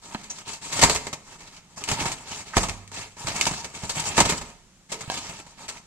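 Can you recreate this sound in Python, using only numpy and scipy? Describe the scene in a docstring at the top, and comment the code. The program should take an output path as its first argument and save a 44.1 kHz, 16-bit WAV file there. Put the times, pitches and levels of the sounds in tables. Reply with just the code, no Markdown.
"""A foil-lined metal roasting pan is pushed about, close to the microphone, in a small kitchen.
It slides in bursts: the base sticks and slips while the foil rustles, crackles and buckles.
Knocks shake the foil, make the pan clatter and thump its support, which booms under heavy landings.
Now and then a metal edge rings briefly. Sound bounces inside the pan, then round the quiet room."""
import sys
import numpy as np
from scipy import signal
from scipy.fft import rfft, irfft, next_fast_len
from scipy.io import wavfile

SR = 44100
rng = np.random.default_rng(int(sys.argv[2]) if len(sys.argv) > 2 else 0)


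def materialize(psi):
    """Save the field psi as 16-bit PCM at rate SR to the path in sys.argv[1].

    A 1-D psi becomes a single channel; in a 2-D psi each row is a channel.
    """
    bounded = np.clip(np.atleast_2d(psi).T, -1, 1)
    quanta = np.round(bounded * 32767).astype(np.int16)
    wavfile.write(sys.argv[1], SR, quanta)


N = 258426
FFT_SIZE = 2 * next_fast_len(N * 2 // 3)
TIME_S = np.arange(N) / SR
FREQ_HZ = np.maximum(np.arange(FFT_SIZE // 2 + 1) * SR / FFT_SIZE, 1)

# Likeness of the two microphone ports. Each row: frequency in Hz, coherence (capped at 0.93 in use).
PORT_COHERENCE = [(950, 1.6), (1500, .5), (2700, 0.67), (3800, 0.21)]
# Port balance. Each row: frequency in Hz, left minus right in dB.
PORT_BALANCE = [(60, -7), (200, -2), (1000, -2.5), (1900, -6.5), (3200, 0), (6300, .5), (7700, 9),
                (9000, 9.5), (14000, 19)]

# Spectra of the still room, rubbed pan, struck pan, thumped support, foil, and a blow's shift of the
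# foil's colour. Each row: frequency in Hz, relative density in dB.
ROOM_SPECTRUM = [(15, -18), (25, 2.5), (119, -11), (160, 0.5), (301, -14.5), (363, -13.5), (414, -18.5),
                 (4850, -21.5), (7220, -17.5), (10500, -31.5), (14000, -41)]
RUB_SPECTRUM = [(30, -7.5), (100, -1), (190, 1.5), (310, -5.5), (600, -5.5), (950, 1.5), (1400, -5.5),
                (2500, -16)]
CLANG_SPECTRUM = [(120, -14.5), (300, -8), (450, 0.5), (650, -1), (1000, 4.5), (1500, -7.5), (2200, -4.5)]
THUD_SPECTRUM = [(20, -20), (45, -2.5), (75, 0.5), (115, -3), (210, -1), (380, -12)]
FOIL_SPECTRUM = [(700, -12.5), (1400, -6.5), (2400, 1), (3500, -2), (5000, -0.5), (6500, 0), (7700, 2.5),
                 (9000, -8.5), (11500, -20), (14500, -25)]
CRASH_TILT = [(1400, 0.5), (2200, -2.3), (3400, 0), (14500, 1)]

# Modes of the support, stiff rim and sheet metal. Each row: pitch in Hz, relative level in dB,
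# t60 in seconds.
SUPPORT_MODES = [(43, 1, 0.8), (99, -6.5, 1.3), (179, 1, 0.55), (220, -6, 0.36)]
RIM_MODES = [(769, -7.5, 0.056), (1005, -0.5, 0.02), (1626, -8.5, .035), (2729, -13, 0.017),
             (3180, -4, 0.0096), (4130, -3, 0.01)]
SHEET_MODES = [(440, 2, 0.12), (670, -7, 0.07), (843, -0.5, .14), (962, -3, 0.13), (1140, -9, 0.16),
               (2090, -1, 0.1), (2245, 3, .12), (2460, 2, 0.09), (2720, 1, 0.07), (4730, 5.5, 0.012),
               (6750, 3, .07), (7200, 4.5, 0.09)]

# Base scrapes. Each row: start and end in seconds, first and last pitch in Hz, level in dB.
SCRAPES = [(1.957, 2.122, 980, 797.5, -37), (3.301, 3.447, 814, 1005, -46), (3.531, 3.662, 782, 1004, -45),
           (3.94, 4.147, 800, 950, -44.5)]
# Soft bumps of the base on its support. Each row: start in seconds, pitch in Hz, level in dB.
BUMPS = [(0.149, 210, -21.5), (1.917, 130, -16.5), (2.06, 147, -26), (2.093, 132, -31), (2.569, 364, -18),
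         (3.248, 130, -26.5), (3.337, 173, -36), (3.511, 156, -22), (3.765, 193, -33), (3.834, 145, -27),
         (3.967, 147, -29), (3.999, 138, -28), (4.263, 138, -23), (4.294, 403, -21), (5.078, 125, -27),
         (5.294, 159, -30.5)]
# Spots that catch and ring. Each row: start in seconds, pitch and width in Hz, level in dB,
# t60 in seconds.
TINGS = [(0.147, 1560, 2120, -25, 0.044), (0.301, 6170, 1270, -29, 0.11), (1.888, 2570, 450, -30, 0.049),
         (2.535, 1560, 1680, -30.5, 0.12), (3.411, 2550, 1100, -15.5, 0.025),
         (3.456, 2530, 1100, -27, 0.022), (3.896, 4370, 1504, -24, 0.074), (4.919, 442, 203, -38, 0.31),
         (5.144, 3529, 80, -39.5, 0.34)]
# Dry rim taps, hard foil snaps, glancing scuffs of the foil. Each row: start in seconds, level in dB.
RIM_TAPS = [(0.147, -22), (0.157, -34), (1.916, -23), (5.1, -17.5), (5.121, -25.5)]
FOIL_SNAPS = [(0.898, -19), (0.949, -18), (0.961, -17.5), (1.069, -31), (1.839, -22), (1.889, -19),
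              (1.916, -21.5), (2.118, -27), (2.631, -22), (2.696, -21.5), (2.877, -37.5), (3.271, -21.5),
              (3.412, -9.5), (3.455, -17), (4.041, -32), (4.178, -18), (4.203, -7.5), (4.296, -24),
              (5.1, -29.5), (5.682, -33)]
SCUFFS = [(0.233, -52), (0.298, -47.5), (0.382, -51), (0.531, -45.5), (0.725, -38), (0.814, -28.5),
          (3.893, -37), (3.994, -39.5), (4.167, -36), (4.291, -32), (4.918, -39), (5.139, -41.5),
          (5.684, -42)]
# Single knocks. Each row: start in seconds, level in dB, weight in dB.
# Weight is how squarely a blow lands: more support thud, less foil crash.
KNOCKS = [(0.791, -31.5, -4.5), (1.068, -36, -2), (1.129, -36, -4.5), (1.405, -52.5, -4),
          (1.886, -37.5, -6), (1.913, -29.5, -1), (2.011, -36.5, 4.5), (2.055, -30, -1.5),
          (2.117, -39.5, -6.5), (2.916, -47, -2), (3.168, -51, -1), (3.27, -37, 0), (3.466, -27, -3.5),
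          (3.511, -36.5, 2), (3.644, -36.5, -4), (3.834, -37.5, 5), (4.039, -46, 4), (4.322, -28.5, 4.5),
          (4.413, -38, 0.5), (5.008, -41.5, -5), (5.291, -44, -4.5), (5.465, -50, 0.5)]
# Heavy landings. Each row: start in seconds, level and weight in dB, then rattle t60, second-edge delay
# and rocking period in seconds, boom level in dB.
LANDINGS = [(0.823, -15, -1.5, 0.14, 0.013, 0.06, -50), (2.568, -19, 2, 0.037, 0.009, 0.056, -30.5),
            (4.178, -16, 0.5, 0.13, 0.026, 0.048, -58)]
# Light brushes over the foil. Each row: start and end in seconds, rustle in dB.
BRUSHES = [(0.009, 0.417, -49.5), (0.444, 0.54, -42), (1.238, 1.569, -52), (1.573, 1.766, -63.5),
           (2.252, 2.413, -43.5), (2.907, 3.044, -40.5), (5.416, 5.612, -60), (5.569, 5.772, -46.5)]
# Shoves of the pan. Each row: grip, slide start and stop in seconds, held and sliding rustle in dB.
SHOVES = [(0.607, 0.71, 0.91, -43.5, -33), (1.757, 1.869, 2.114, -46.5, -32),
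          (2.447, 2.549, 2.61, -45.5, -31.5), (3.162, 3.27, 3.603, -41.5, -35.5),
          (3.736, 3.941, 4.347, -43, -34), (4.888, 5.093, 5.36, -47, -41.5)]

LEFT_LAG_S, CUTOFF_HZ = 0.00009, 14400


def from_db(db):
    """Decibels to gain."""
    return 10 ** (np.asarray(db) / 20)


def unit_rms(x):
    """Scale to unit power."""
    return x / np.sqrt(np.mean(np.abs(x) ** 2) + 1e-20)


def over_hz(points):
    """Interpolate (Hz, value) points over log frequency."""
    hz, value = np.transpose(points)
    return np.interp(np.log(FREQ_HZ), np.log(hz), value)


def filtered(x, response):
    """Apply a frequency response."""
    return irfft(rfft(x, FFT_SIZE) * response, FFT_SIZE)[..., :N]


def convolved(x, impulse):
    """Apply an impulse response."""
    return filtered(x, rfft(impulse, FFT_SIZE))


def coloured(x, spectrum):
    """Minimum-phase filter of unit power gain, rolling off above the last point."""
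    octaves_above = np.log2(np.maximum(FREQ_HZ / spectrum[-1][0], 1))
    magnitude = unit_rms(from_db(over_hz(spectrum) - 20 * octaves_above))
    cepstrum = irfft(np.log(magnitude))
    cepstrum[1:FFT_SIZE // 2] *= 2
    cepstrum[FFT_SIZE // 2 + 1:] = 0
    return filtered(x, np.exp(rfft(cepstrum)))


def drift(rate_hz, size=N):
    """Unit-RMS random wander, rate_hz new values a second."""
    return unit_rms(np.interp(TIME_S[:size] * rate_hz, np.arange(size), rng.standard_normal(size)))


def diffuse_noise():
    """Stereo white noise, alike in the bass, mostly unrelated in the treble."""
    coherence = np.clip(over_hz(PORT_COHERENCE), 0, 0.93)
    mid, side = filtered(rng.standard_normal((2, N)), np.sqrt([1 + coherence, 1 - coherence]))
    return unit_rms(mid + side * [[1], [-1]])


def contacts(spread_db, grains_per_s):
    """Tiny metal contacts, bunched into uneven grains."""
    return unit_rms(diffuse_noise() * from_db(spread_db * np.clip(drift(grains_per_s), -2, 2)))


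def random_pops(pops_per_s):
    """Impulses of random time and strength."""
    return (rng.random(N) < pops_per_s / SR) * np.minimum(rng.exponential(1, N), 3)


def ringing(force, modes):
    """Decaying modes driven by a force, at unit power gain."""
    age = TIME_S[:SR]
    impulse = sum(from_db(db - 60 * age / t60_s) * np.sin(2 * np.pi * hz * age) / np.sqrt(t60_s)
                  for hz, db, t60_s in modes)
    return convolved(force, impulse / np.linalg.norm(impulse))


def struck(hits, modes, length_s):
    """Decaying modes set off by one impulse per (start s, .., dB) row."""
    force, age = np.zeros(N), TIME_S[:int(length_s * SR)]
    for start_s, *_, db in hits:
        force[int(start_s * SR)] = from_db(db)
    impulse = sum(from_db(db - 60 * age / t60_s) * np.sin(2 * np.pi * hz * age) for hz, db, t60_s in modes)
    return convolved(force, impulse)


def room_tone(level_db):
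    """Steady, bass-heavy noise of the still kitchen."""
    return from_db(level_db) * coloured(diffuse_noise(), ROOM_SPECTRUM)


def reflections(x, wet_db, t60_s, bass_db, treble_db):
    """Dense decaying echoes, coloured by what the surfaces absorb."""
    tail = diffuse_noise() * from_db(-60 * TIME_S / t60_s) * (TIME_S > 0.002)
    tail /= np.sqrt(np.sum(tail ** 2) / 2)
    colour_db = over_hz([(400, bass_db), (1200, 0.008), (8000, treble_db)])
    return filtered(x, rfft(tail, FFT_SIZE) * from_db(wet_db + colour_db))


def support_booms():
    """A heavy landing leaves the support swinging in its low modes."""
    return struck(LANDINGS, SUPPORT_MODES, length_s=1)


def base_scrapes(width_hz=300):
    """A rough resonance swells and glides as the contact point moves."""
    out = np.zeros(N)
    for start_s, end_s, first_hz, last_hz, db in SCRAPES:
        at, size = int(start_s * SR), int((end_s - start_s) * SR)
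        progress = np.arange(size) / size
        phase = 2 * np.pi * np.cumsum(first_hz + (last_hz - first_hz) * progress) / SR
        buzz = drift(width_hz, size) * np.cos(phase) + drift(width_hz, size) * np.sin(phase)
        out[at:at + size] += from_db(db) * np.sqrt(np.sin(np.pi * progress)) * buzz
    return out


def base_bumps(rise_s=0.00091, t60_s=0.048):
    """A soft bump on the support gives a few damped low swings."""
    out, age = np.zeros(N), TIME_S[:SR // 4]
    envelope = (1 - np.exp(-age / rise_s)) * from_db(-60 * age / t60_s)
    for start_s, hz, db in BUMPS:
        at = int(start_s * SR)
        out[at:at + len(age)] += from_db(db) * envelope * np.sin(2 * np.pi * hz * age)
    return out


def rim_taps():
    """A tap rings the rim's short modes."""
    return struck(RIM_TAPS, RIM_MODES, length_s=0.25)


def tings(rise_s=0.0005, clean_gain=1.9):
    """A caught spot rings round one pitch, clean at first, then rough."""
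    out, age = np.zeros((2, N)), TIME_S[:SR // 4]
    attack = np.minimum(age / rise_s, 1)
    for start_s, hz, width_hz, db, t60_s in TINGS:
        at = int(start_s * SR)
        rough = drift(width_hz, len(age)) + 1j * drift(width_hz, len(age))
        clean = clean_gain * np.exp(-width_hz * age)
        carrier = np.exp(2j * np.pi * hz * (age + rng.random((2, 1)) * LEFT_LAG_S))
        envelope = attack * from_db(db - 60 * age / t60_s)
        out[:, at:at + len(age)] += envelope * ((rough + clean) * carrier).real
    return out


def foil_creases(pops_per_s, pitch_range_hz=(3160, 8960), t60_cycles=16, mean_lag_s=0.003, struck_db=-6):
    """Creases pop over as the foil is worked or struck, each at one of 14 pitches."""
    pitches_hz = np.geomspace(*pitch_range_hz, 14)
    pops = random_pops(pops_per_s) * friction_envelope(strokes()[:, -1], fall_t60_s=0.087)
    for start_s, db, weight_db, _ in impacts():
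        pop_times_s = start_s + rng.exponential(mean_lag_s, size=4)
        pops[(pop_times_s * SR).astype(int) % N] += from_db(db - weight_db + struck_db)
    pitch_index = rng.integers(0, len(pitches_hz), N)
    stereo_pops = pops * (1 + 0.5 * rng.standard_normal((2, N)))
    out = np.zeros((2, N))
    for k, hz in enumerate(pitches_hz):
        radius, angle = from_db(-60 * hz / (t60_cycles * SR)), 2 * np.pi * hz / SR
        force = stereo_pops * (pitch_index == k) + 1e-18
        out += signal.lfilter([0, np.sin(angle)], [1, -2 * radius * np.cos(angle), radius ** 2], force)
    return coloured(out, FOIL_SPECTRUM)


def foil_snaps(click_db=12, crack_t60_s=0.0049, shiver_db=-12, shiver_t60_s=0.12):
    """Buckling foil cracks sharply, then shivers."""
    power, clicks, age = np.zeros(N), np.zeros(N), TIME_S[:SR // 8]
    decay = from_db(-60 * age / crack_t60_s) + from_db(shiver_db - 60 * age / shiver_t60_s)
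    for start_s, db in FOIL_SNAPS:
        at = int(start_s * SR)
        power[at:at + len(age)] += (from_db(db) * decay) ** 2
        clicks[at] += from_db(db + click_db)
    return coloured(clicks + np.sqrt(power) * diffuse_noise(), FOIL_SPECTRUM)


def impacts(knock_t60_s=0.081, scuff_weight_db=-10.5, scuff_t60_s=0.13):
    """Blows as (start s, dB, weight dB, t60 s). A landing hits one edge, the other, then rocks to rest."""
    second_edge_db, loss_db, weight_loss_db = -3, 7, 1.13
    period_ratio, touch_t60s_s = 0.92, (0.064, 0.077, 0.097)
    rows = [(start_s, db, weight_db, knock_t60_s) for start_s, db, weight_db in KNOCKS]
    rows += [(start_s, db, scuff_weight_db, scuff_t60_s) for start_s, db in SCUFFS]
    for start_s, db, weight_db, t60_s, edge_delay_s, period_s, _ in LANDINGS:
        rows.append((start_s, db, weight_db, t60_s))
        touch_s = start_s + edge_delay_s
        for k, touch_t60_s in enumerate(touch_t60s_s):
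            touch_db = db + second_edge_db - loss_db * k
            rows.append((touch_s, touch_db, weight_db - weight_loss_db * (k + 1), touch_t60_s))
            touch_s += period_s * period_ratio ** k
    return np.array(rows)


def blows(levels_db, chatter, t60_scale, click_db):
    """A click, then decaying chatter. Glancing blows rattle longer, start softer and click less."""
    power, clicks = np.zeros(N), np.zeros(N)
    for (start_s, *_, t60_s), db in zip(impacts(), levels_db):
        at = int(start_s * SR)
        age = TIME_S[:min(N - at, SR // 2)]
        glancing = (t60_s / 0.1) ** 4
        hardness_db = 5 / (1 + glancing) - 2
        attack = 1 - np.exp(-age / (0.00047 * glancing + 1e-4))
        decay = from_db(db + hardness_db - 60 * age / (t60_s * t60_scale))
        power[at:at + len(age)] += (attack * decay) ** 2
        clicks[at] += from_db(db + click_db) / (1 + 2 * glancing)
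    return clicks + np.sqrt(power) * chatter


def pan_knocking(crash_db, clang_db, thud_db):
    """Each blow shakes the foil, rattles the pan and thumps the support; lows last longest."""
    _, db, weight_db, _ = impacts().T
    foil_chatter = contacts(spread_db=3, grains_per_s=1200)
    pan_chatter = contacts(spread_db=1, grains_per_s=460)
    crash = blows(db - weight_db + crash_db, foil_chatter, t60_scale=1, click_db=9.5)
    clang = blows(db + clang_db, pan_chatter, t60_scale=1.17, click_db=17.5)
    thud = blows(db + weight_db + thud_db, diffuse_noise(), t60_scale=1.44, click_db=23)
    crash = coloured(crash, CRASH_TILT)
    return coloured(crash, FOIL_SPECTRUM) + coloured(clang, CLANG_SPECTRUM) + coloured(thud, THUD_SPECTRUM)


def strokes(brush_rise_s=0.042, shove_rise_s=0.016, settle_s=0.15, settle_db=-18.5):
    """Friction as (start s, end s, rise s, dB): brushes, then each shove's grip, slide and settling."""
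    rows = [(start_s, end_s, brush_rise_s, db) for start_s, end_s, db in BRUSHES]
    for grip_s, slide_s, stop_s, grip_db, slide_db in SHOVES:
        rows += [(grip_s, slide_s, shove_rise_s, grip_db),
                 (slide_s, stop_s, shove_rise_s, slide_db),
                 (stop_s, stop_s + settle_s, brush_rise_s, slide_db + settle_db)]
    return np.array(rows)


def friction_envelope(levels_db, fall_t60_s, sag_db_per_s=11):
    """Each stroke swells, eases and lets go."""
    power = np.zeros(N)
    for (start_s, end_s, rise_s, _), db in zip(strokes(), levels_db):
        span = slice(int(start_s * SR), int(end_s * SR) + SR // 2)
        age = TIME_S[span] - start_s
        swell = np.clip(age / rise_s, 0, 1)
        release_db = 60 * np.maximum(TIME_S[span] - end_s, 0) / fall_t60_s
        power[span] += (swell * from_db(db - sag_db_per_s * age - release_db)) ** 2
    return np.sqrt(power)


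def foil_flicker(rustle, range_hz=(1800, 9140), depth=0.33, rate_hz=35):
    """The colour shifts as different patches of foil take the strain."""
    edges_hz = np.geomspace(*range_hz, 6)
    bands = [signal.butter(1, band_hz, "band", fs=SR, output="sos")
             for band_hz in zip(edges_hz, edges_hz[1:])]
    return rustle + depth * sum(drift(rate_hz) * signal.sosfilt(band, rustle) for band in bands)


def pan_sliding(rustle_db, rub_db, crackle_db, pops_per_s, pop_t60_s=0.011, rub_swing_ratio=0.86):
    """The base sticks and slips while the foil rubs on the pan and crackles."""
    foil_db = strokes()[:, -1]
    base_db = foil_db.mean() + rub_swing_ratio * (foil_db - foil_db.mean())
    stick_slip = from_db(2.8 * drift(rate_hz=50))
    crackle = convolved(random_pops(pops_per_s), from_db(-60 * TIME_S / pop_t60_s))
    foil_envelope = friction_envelope(foil_db, fall_t60_s=0.25)
    foil_envelope *= from_db(rustle_db) + from_db(crackle_db) * crackle
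    base_envelope = friction_envelope(base_db + rub_db, fall_t60_s=0.24)
    rustle = foil_envelope * stick_slip * contacts(spread_db=-1.5, grains_per_s=4300)
    rub = base_envelope * stick_slip * contacts(spread_db=2.5, grains_per_s=300)
    return coloured(foil_flicker(rustle), FOIL_SPECTRUM) + coloured(rub, RUB_SPECTRUM)


def scene():
    """Handling rings the pan and its support; echoes follow in the pan, then the kitchen."""
    handling = pan_sliding(rustle_db=1.5, rub_db=-0.5, crackle_db=-7.5, pops_per_s=250)
    handling += pan_knocking(crash_db=3, clang_db=3.5, thud_db=-1.5)
    handling += foil_creases(pops_per_s=87) + foil_snaps() + base_bumps()
    sheet = from_db(-20.5) * ringing(handling, SHEET_MODES)
    support = from_db(-31.5) * ringing(handling, SUPPORT_MODES) + support_booms()
    pan = handling + sheet + tings() + rim_taps() + base_scrapes()
    pan_echoes = reflections(pan, wet_db=-11, t60_s=0.024, bass_db=-12.5, treble_db=4.5)
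    near = pan + pan_echoes + support
    room_echoes = reflections(near, wet_db=-11.5, t60_s=0.64, bass_db=0.5, treble_db=-4)
    return near + room_echoes + room_tone(level_db=-56.5)


def record(dry):
    """The left port is brighter and slightly late; peaks clip at full scale and the top is cut."""
    tilt = from_db(over_hz(PORT_BALANCE) / 2)
    lag = np.exp(-2j * np.pi * FREQ_HZ * LEFT_LAG_S)
    ports = np.array([tilt * lag, 1 / tilt]) / np.sqrt((tilt ** 2 + tilt ** -2) / 2)
    low_pass = signal.ellip(10, 0.3, 70, CUTOFF_HZ, fs=SR, output="sos")
    return signal.sosfilt(low_pass, np.clip(filtered(dry, ports), -1, 1))


dry = scene()
out = record(dry)
materialize(out)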